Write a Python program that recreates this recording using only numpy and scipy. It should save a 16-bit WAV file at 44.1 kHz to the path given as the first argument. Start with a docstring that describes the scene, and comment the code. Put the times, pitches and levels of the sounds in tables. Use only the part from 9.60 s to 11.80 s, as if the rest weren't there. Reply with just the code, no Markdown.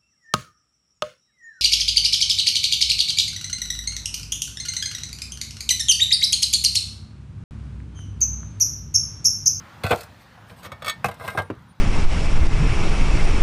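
"""Stacking concrete roof tiles

One tile clatters down; a second is dragged off a pile, ringing while held, then set down, slid into
place and let fall. Each contact rings the tile, clacks the stack, crushes grit and thumps the roof deck;
sand hisses under the slides and loose crumbs snap. Thin, far whistles and a boot stepping back close
the scene. Nearby walls echo the work, over a bed of light wind and distant traffic."""
import sys
import numpy as np
from scipy import signal
from scipy.fft import rfft, irfft
from scipy.io import wavfile
from scipy.ndimage import uniform_filter1d

SR = 44100
rng = np.random.default_rng(int(sys.argv[2]) if len(sys.argv) > 2 else 0)


def to_wav(s):
    """Save 16-bit WAV."""
    ch = np.atleast_2d(s).T  # columns
    pcm = np.round(np.clip(ch, -1, 1) * 32767)  # PCM
    wavfile.write(sys.argv[1], SR, pcm.astype(np.int16))


N = 97020
HIT_TIME = np.arange(16384) / SR  # time axis of one hit [s]
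ATTACK_S = 0.0014

# Modes of the "first" tile on its stack, and of the second "held", landing "flat" and "laid" on the stack
# (frequency [Hz], level [dB], T60 [s])
TILE_MODES = { "first": [(484, 1, .1), (597, -3, .1), (683, -1, .12), (768, 1, .11), (1100, -8, .07),
              (1190, -8, .07), (1372, -4, .08), (1452, -8, .08), (1520, -4, .1), (1998, -8, .09),
              (2505, -9, .07), (2570, -8, .07), (3418, -18, .07), (4040, -21, .06)],
              "held": [(660, -16, .12), (1176, -3, .07), (1225, -1, .08), (1275, -5, .08), (1511, -9, .08),
              (1811, -7, .21), (2231, -2, .115), (2631, -12, .1), (3230, -9, .07), (3414, -4, .1),
              (3793, -10, .07), (4100, -12, .1), (4495, -8, .1), (5357, -11, .075), (6590, -11, .06),
              (8050, -11, .055)], "flat": [(480, -12, .1), (718, -3, .085), (794, -2, .06), (1079, -1, .06),
              (1160, 0, .04), (1250, 0, .04), (1590, -8, .07), (2129, -10, .05), (2380, -4, .035),
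              (2520, -5, .04), (2602, -7, .07)], "laid": [(476, -5, .16), (600, -8, .1), (670, -2, .12),
              (794, -5, .09), (1003, -2, .085), (1060, -7, .08), (1160, -4, .09), (1265, -3, .1),
              (1400, -6, .09), (1510, -5, .1), (1604, -1, .11), (2022, -10, .08), (2118, -7, .08),
              (2580, -14, .08), (3770, -23, .16)]}
# Tone of crushed grit (frequency [Hz], level [dB])
GRIT_SPECTRUM = [(500, -40), (2500, -4), (4300, 5.5), (5200, -1.5), (6600, 1.5), (7300, -1.5), (8300, 2.5),
                 (10500, -3.5), (13000, -1), (16000, -8)]
# Decay of crushed grit (frequency [Hz], T60 [s])
GRIT_DECAY = [(2000, 0.042), (14000, 0.042)]


def amp(db):
    return 10 ** (np.asarray(db) / 20)


def unit_rms(x):
    return x / np.sqrt(np.mean(x ** 2) + 1e-20)


def curve_at(points, hz):
    """Breakpoints joined by straight lines on a log-frequency axis."""
    freqs, values = np.transpose(points)
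    return np.interp(np.log(hz + 1), np.log(freqs + 1), values)


def add(mix, start_s, sound):
    part = mix[max(round(start_s * SR), 0):][:len(sound)]
    part += sound[:len(part)]


def octaves(hz):
    """Octaves from the 1200 Hz pivot of a tilt, levelling off at both ends."""
    return np.log2(np.clip(hz, 400, 6000) / 1200)


def colour(x, spectrum, tilt=0):
    """Gives noise a spectrum, tilted in dB per octave, at rms 1."""
    hz = np.fft.rfftfreq(len(x), 1 / SR)
    gain = amp(curve_at(spectrum, hz) + tilt * octaves(hz))
    return unit_rms(irfft(rfft(x) * gain, len(x)))


def damp(x, decay):
    """Lets each band die away at its own T60."""
    hz, t, bands = signal.stft(x, SR, nperseg=256)
    return signal.istft(bands * amp(-60 * t / curve_at(decay, hz)[:, None]), SR)[1]


def burst(spectrum, decay, tilt=0):
    """Countless crowded modes, struck together, blur into a dying noise."""
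    even_noise = irfft(np.exp(2j * np.pi * rng.random(1025)))
    noise = colour(np.resize(even_noise, len(HIT_TIME)), spectrum, tilt)
    return damp(noise, decay)[:len(HIT_TIME)] * (1 - np.exp(-HIT_TIME / ATTACK_S))


def wind_and_traffic():
    """A bed of wind and far traffic: softly mottled noise that ebbs unevenly."""
    # Tone of the bed (frequency [Hz], level [dB])
    spectrum = [(15, -38), (25, -21), (49, 6), (180, 2), (416, -13.5), (503, -8), (677, -8), (911, -4.5),
                (1480, -8), (2550, -16.5), (3920, -20.5), (7510, -32), (13600, -38.5), (14800, -33),
                (16000, -47)]
    # Fader moves (time [s], bass [dB], middle [dB], treble [dB])
    faders = [(0, -44, -45.5, -44.5), (.4, -47, -47, -44), (.7, -50, -50, -47.5), (1.1, -44, -48, -50),
              (1.5, -44.5, -49, -46.5), (1.95, -45, -51.5, -51.5), (2.2, -49.5, -58.5, -54)]
    hz, t, bands = signal.stft(colour(rng.standard_normal(N), spectrum), SR, nperseg=1024)
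    times, *band_levels = np.transpose(faders)
    shares = [np.interp(np.log(hz + 1), np.log([200, 1000, 5000]), band) for band in np.eye(3)]
    level_db = sum(np.outer(share, np.interp(t, times, db)) for share, db in zip(shares, band_levels))
    patches = uniform_filter1d(rng.standard_normal(bands.shape), size=9, axis=0)
    patches_db = 2 * unit_rms(uniform_filter1d(patches, size=6, axis=1))
    return signal.istft(bands * amp(level_db + patches_db), SR)[1][:N]


def ring(modes, attack_s, tilt=0):
    """Modes ring as dying sines; every contact point excites them a little differently."""
    hz, db, t60 = np.transpose(modes)[:, :, None]
    scatter_db = 2 * rng.standard_normal(hz.shape)
    gains = amp(db + tilt * octaves(hz) + scatter_db)
    sines = np.sin(2 * np.pi * (hz * HIT_TIME + rng.random(hz.shape)))
    decays = np.exp(-np.log(1000) * HIT_TIME / t60)
    attack = 1 - np.exp(-HIT_TIME / attack_s)
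    return (gains * sines * decays).sum(0) / np.sqrt((gains ** 2).sum() / 2) * attack


def rippled(spectrum, depth_db):
    """A tile's crowded upper modes put random peaks and dips in a spectrum."""
    hz = np.arange(400) * 109.85
    ripple_db = depth_db * np.clip(rng.standard_normal(len(hz)), -2, 2) * np.minimum(hz / 3000, 1)
    return np.transpose([hz, curve_at(spectrum, hz) + ripple_db])


def clack(tile, tilt=0):
    """The dry clack of concrete on concrete."""
    # Tone for each tile state (frequency [Hz], level [dB])
    spectra = { "first": [(100, -22), (230, -6.5), (370, -7.5), (500, 0.5), (750, 1.5), (900, -4),
               (1150, -4), (1550, 0.5), (1850, -5), (2550, -1), (3000, -10.5), (4300, -11), (5000, -35.5),
               (16000, -36)], "held": [(100, -4.5), (350, -16), (550, 4), (900, -4.5), (1200, 6.5),
               (1700, -3), (2200, -0.5), (2800, -6.5), (3400, -5.5), (4300, -9), (5000, -41), (16000, -50)],
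               "flat": [(100, -52), (380, 4), (620, -8), (750, 11), (900, -17), (1150, -4), (1500, -4),
               (1850, -6.5), (2500, 4), (2950, -17.5), (5000, -22.5), (16000, -37)], "laid": [(100, -10),
               (380, -12), (500, 0.5), (750, -0.5), (900, -2), (1150, -2), (1600, -16), (1850, -4),
               (2550, -5.5), (2900, -4.5), (4200, -15), (5000, -25), (16000, -50)]}
    # Decay of the clack (frequency [Hz], T60 [s])
    decay = [(200, 0.054), (800, 0.094), (2500, 0.043), (12000, 0.099)]
    return burst(rippled(spectra[tile], depth_db=5), decay, tilt)


def tile_hits(grit_spectra):
    """Each contact rings the tile, clacks the stack, crushes grit and thumps the deck."""
    # Contacts (time [s], tile, ring [dB], clack [dB], tilt [dB/octave], grit [dB], thump [dB])
    contacts = [ (0.2354, "first", -31.5, -21.5, 6, -33.5, -40),
                (.2400, "first", -28.5, -21.5, -4, -42, -17), (.2510, "first", -21.5, -37, 2, -38, -31),
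                (.264, "first", -21, -25.5, 3.5, -32, -58), (0.295, "first", -28, -33, 6, -50, -57),
                (.3063, "first", -18, -17.5, -5.5, -44, -28),
                (.3088, "first", -14, -18.5, -0.5, -26, -23.5),
                (.3165, "first", -20, -16, -1.5, -36, -20.5), (.3235, "first", -17, -16, -2.5, -50, -29),
                (.332, "first", -26.5, -18, -6.5, -57, -32), (0.4081, "first", -43, -38.5, -3, -33.5, -44),
                (.432, "first", -47, -44, -1, -37.5, -48), (.776, "flat", -42.5, -62, -9, -68, -66),
                (.897, "laid", -51, -41.5, 2, -61, -44), (.911, "laid", -43.5, -50, -5.5, -65, -42.5),
                (1.0315, "held", -40, -42, -8, -43, -71), (1.048, "held", -41, -33, -1, -47, -67),
                (1.061, "held", -70, -36.5, -4, -53, -39.5), (1.118, "held", -32.5, -32, -4, -41.5, -33.5),
                (1.2209, "held", -33.5, -30.5, -2, -42, -62), (1.245, "held", -29, -33.5, -2, -34.5, -68),
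                (1.2594, "held", -39, -29.5, 0.5, -32.5, -60), (1.267, "held", -23.5, -29, -4, -35, -59),
                (1.2799, "held", -20, -24.5, 1.5, -25, -52),
                (1.2952, "held", -21.5, -21.5, 5.5, -25.5, -47), (1.4432, "flat", -10, -16, -1, -28.5, -25),
                (1.457, "flat", -26, -28.5, 5, -31.5, -26.5), (1.484, "laid", -26, -28.5, -3, -36, -40),
                (1.512, "laid", -36.5, -42, 5.5, -43, -47), (1.541, "laid", -44.5, -63, 7, -45.5, -51),
                (1.597, "laid", -37, -53, 3, -48, -34), (1.609, "laid", -31, -45, -0.5, -62, -46),
                (1.638, "laid", -33.5, -40, -6, -62, -42), (1.649, "laid", -59, -31, -1.5, -52, -59),
                (1.677, "laid", -26, -28.5, 1, -33, -29.5), (1.685, "laid", -26, -52, 6.5, -53, -37.5),
                (1.701, "laid", -41, -40, 1, -39.5, -61), (1.7487, "flat", -25.5, -28, -13, -60, -39),
                (1.774, "laid", -16.5, -30, 4, -34.5, -24), (1.785, "laid", -22.5, -20.5, -1.5, -38, -29),
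                (1.796, "laid", -33, -23.5, -5, -54, -28.5), (1.819, "laid", -46, -41, -24, -44, -53)]
    # Roof deck modes (frequency [Hz], level [dB], T60 [s])
    deck_modes = [(72, -2, .14), (97, 0, .16), (126, -3, .13), (160, -6, .1), (200, -4, .1),
                  (238, -11, .07)]
    out = np.zeros(N)
    for start, tile, ring_db, clack_db, tilt, grit_db, thump_db in contacts:
        tone = amp(ring_db) * ring(TILE_MODES[tile], ATTACK_S, tilt)
        knock = amp(clack_db) * clack(tile, tilt)
        grit = amp(grit_db) * burst(grit_spectra[tile], GRIT_DECAY)
        thump = amp(thump_db) * ring(deck_modes, attack_s=0.0036)
        add(out, start, tone + knock + grit + thump)
    return out


def tile_slides(grit_spectra):
    """Sand grains catch under a sliding tile, hissing and keeping it ringing."""
    # Tile-on-tile scrapes (start [s], peak [s], end [s], tile, ring [dB], grit [dB])
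    scrapes = [(0.244, 0.302, 0.4, "first", -40, -41.5), (0.335, 0.38, 0.49, "first", -43.5, -49.5),
               (0.567, 0.612, .67, "held", -78, -61), (0.852, 0.9, 0.96, "laid", -72, -57.5),
               (0.947, 0.986, 1.03, "laid", -53, -54.5), (1.008, 1.054, 1.08, "held", -40.5, -47),
               (1.224, 1.287, 1.2, "held", -27.5, -35.5), (1.56, 1.659, 1.827, "laid", -38, -48),
               (1.764, 1.788, 1.814, "laid", -38, -48.5)]
    grains_per_s, spread_db = 2800, 2.5
    out = np.zeros(N)
    for start, peak, end, tile, ring_db, grit_db in scrapes:
        t = np.arange(start, end, 1 / SR)
        chance, sign, size = rng.random((N, 3))[:len(t)].T
        catches = chance < grains_per_s / SR
        grain_db = spread_db * np.minimum(-np.log(1 - size), 3)
        grains = unit_rms(catches * np.sign(sign - .5) * amp(grain_db))
        swell = np.interp(t, [start, peak, end], [0, 1, 0]) ** 1.33
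        body = ring(TILE_MODES[tile], ATTACK_S) + clack(tile)
        hiss = burst(grit_spectra[tile], GRIT_DECAY)
        response = amp(ring_db) * body / np.linalg.norm(body) + amp(grit_db) * hiss / np.linalg.norm(hiss)
        add(out, start, signal.fftconvolve(grains * swell, response))
    return out


def crumbs():
    """Loose crumbs of concrete snap in tiny, dry ticks."""
    # Snaps (time [s], relative level [dB])
    snaps = [(.344, -44), (0.36, -31), (.376, -38), (0.408, -31.5), (1.952, -58), (1.994, -60),
             (2.022, -57)]
    envelope = 3 * np.exp(-HIT_TIME / 0.0013)
    out = np.zeros(N)
    for start, db in snaps:
        add(out, start, amp(db) * burst(GRIT_SPECTRUM, GRIT_DECAY) * envelope)
    return out


def whistles():
    """A thin, wavering whistle high above the work, perhaps a small bird."""
    # Calls (start [s], length [s], level [dB])
    calls = [(1.733, .065, -54.5), (1.795, 0.1, -62.5), (2.078, 0.056, -62)]
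    pitch_hz, waver_hz = 9380, 120
    out = np.zeros(N)
    for start, length, db in calls:
        t = np.arange(round(length * SR)) / SR
        waver = unit_rms(uniform_filter1d(rng.standard_normal(N), size=150))[:len(t)]
        phase = 2 * np.pi * np.cumsum(pitch_hz + waver_hz * waver) / SR
        add(out, start, amp(db) * np.sin(np.pi * t / length) * np.sin(phase))
    return out


def boot_step():
    """A boot lands dully on the roof deck, heel then sole."""
    # Heel and sole (time [s], level [dB])
    landings = [(1.901, -19), (1.9081, -28)]
    # Tone of the step (frequency [Hz], level [dB])
    spectrum = [(40, -35), (75, -1.5), (180, -9), (240, -12), (310, 1.5), (500, -8.5), (1000, -9.5),
                (1600, -13.5), (2200, -24.5), (2650, -12), (3200, -32.5), (6000, -43), (16000, -51)]
    # Decay of the step (frequency [Hz], T60 [s])
    decay = [(80, 0.15), (300, 0.072), (700, 0.03), (5000, 0.026)]
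    out = np.zeros(N)
    for start, db in landings:
        add(out, start, amp(db) * burst(spectrum, decay))
    return out


def wall_echo(x):
    """A thin outdoor echo from the neighbouring walls and roofs."""
    # Decay of the tail (frequency [Hz], T60 [s])
    decay = [(100, 0.21), (1000, 0.17), (4000, 0.15), (14000, 0.12)]
    echo_db, build_up_s = -17, 0.013
    tail = damp(rng.standard_normal(len(HIT_TIME)), decay)
    tail *= np.minimum(np.arange(len(tail)) / SR / build_up_s, 1) ** 2
    return amp(echo_db) * signal.fftconvolve(x, tail / np.linalg.norm(tail))[:N]


def scene():
    """The work on the roof, its echo and the open air, in mono."""
    grit_spectra = {tile: rippled(GRIT_SPECTRUM, depth_db=4.5) for tile in TILE_MODES}
    work = tile_hits(grit_spectra) + tile_slides(grit_spectra) + crumbs() + boot_step()
    return (work + wall_echo(work) + wind_and_traffic() + whistles())[None]


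def record(dry):
    """Master EQ: a bass cut and a steep roll-off of the very top."""
    low_cut_hz, high_cut_hz = 74, 15450
    low_cut = signal.butter(3, low_cut_hz, "high", fs=SR, output="sos")
    high_cut = signal.firwin(255, high_cut_hz, window=("kaiser", 8), fs=SR)
    return signal.oaconvolve(signal.sosfilt(low_cut, dry), high_cut[None], "same")


dry = scene()
out = record(dry)
to_wav(out)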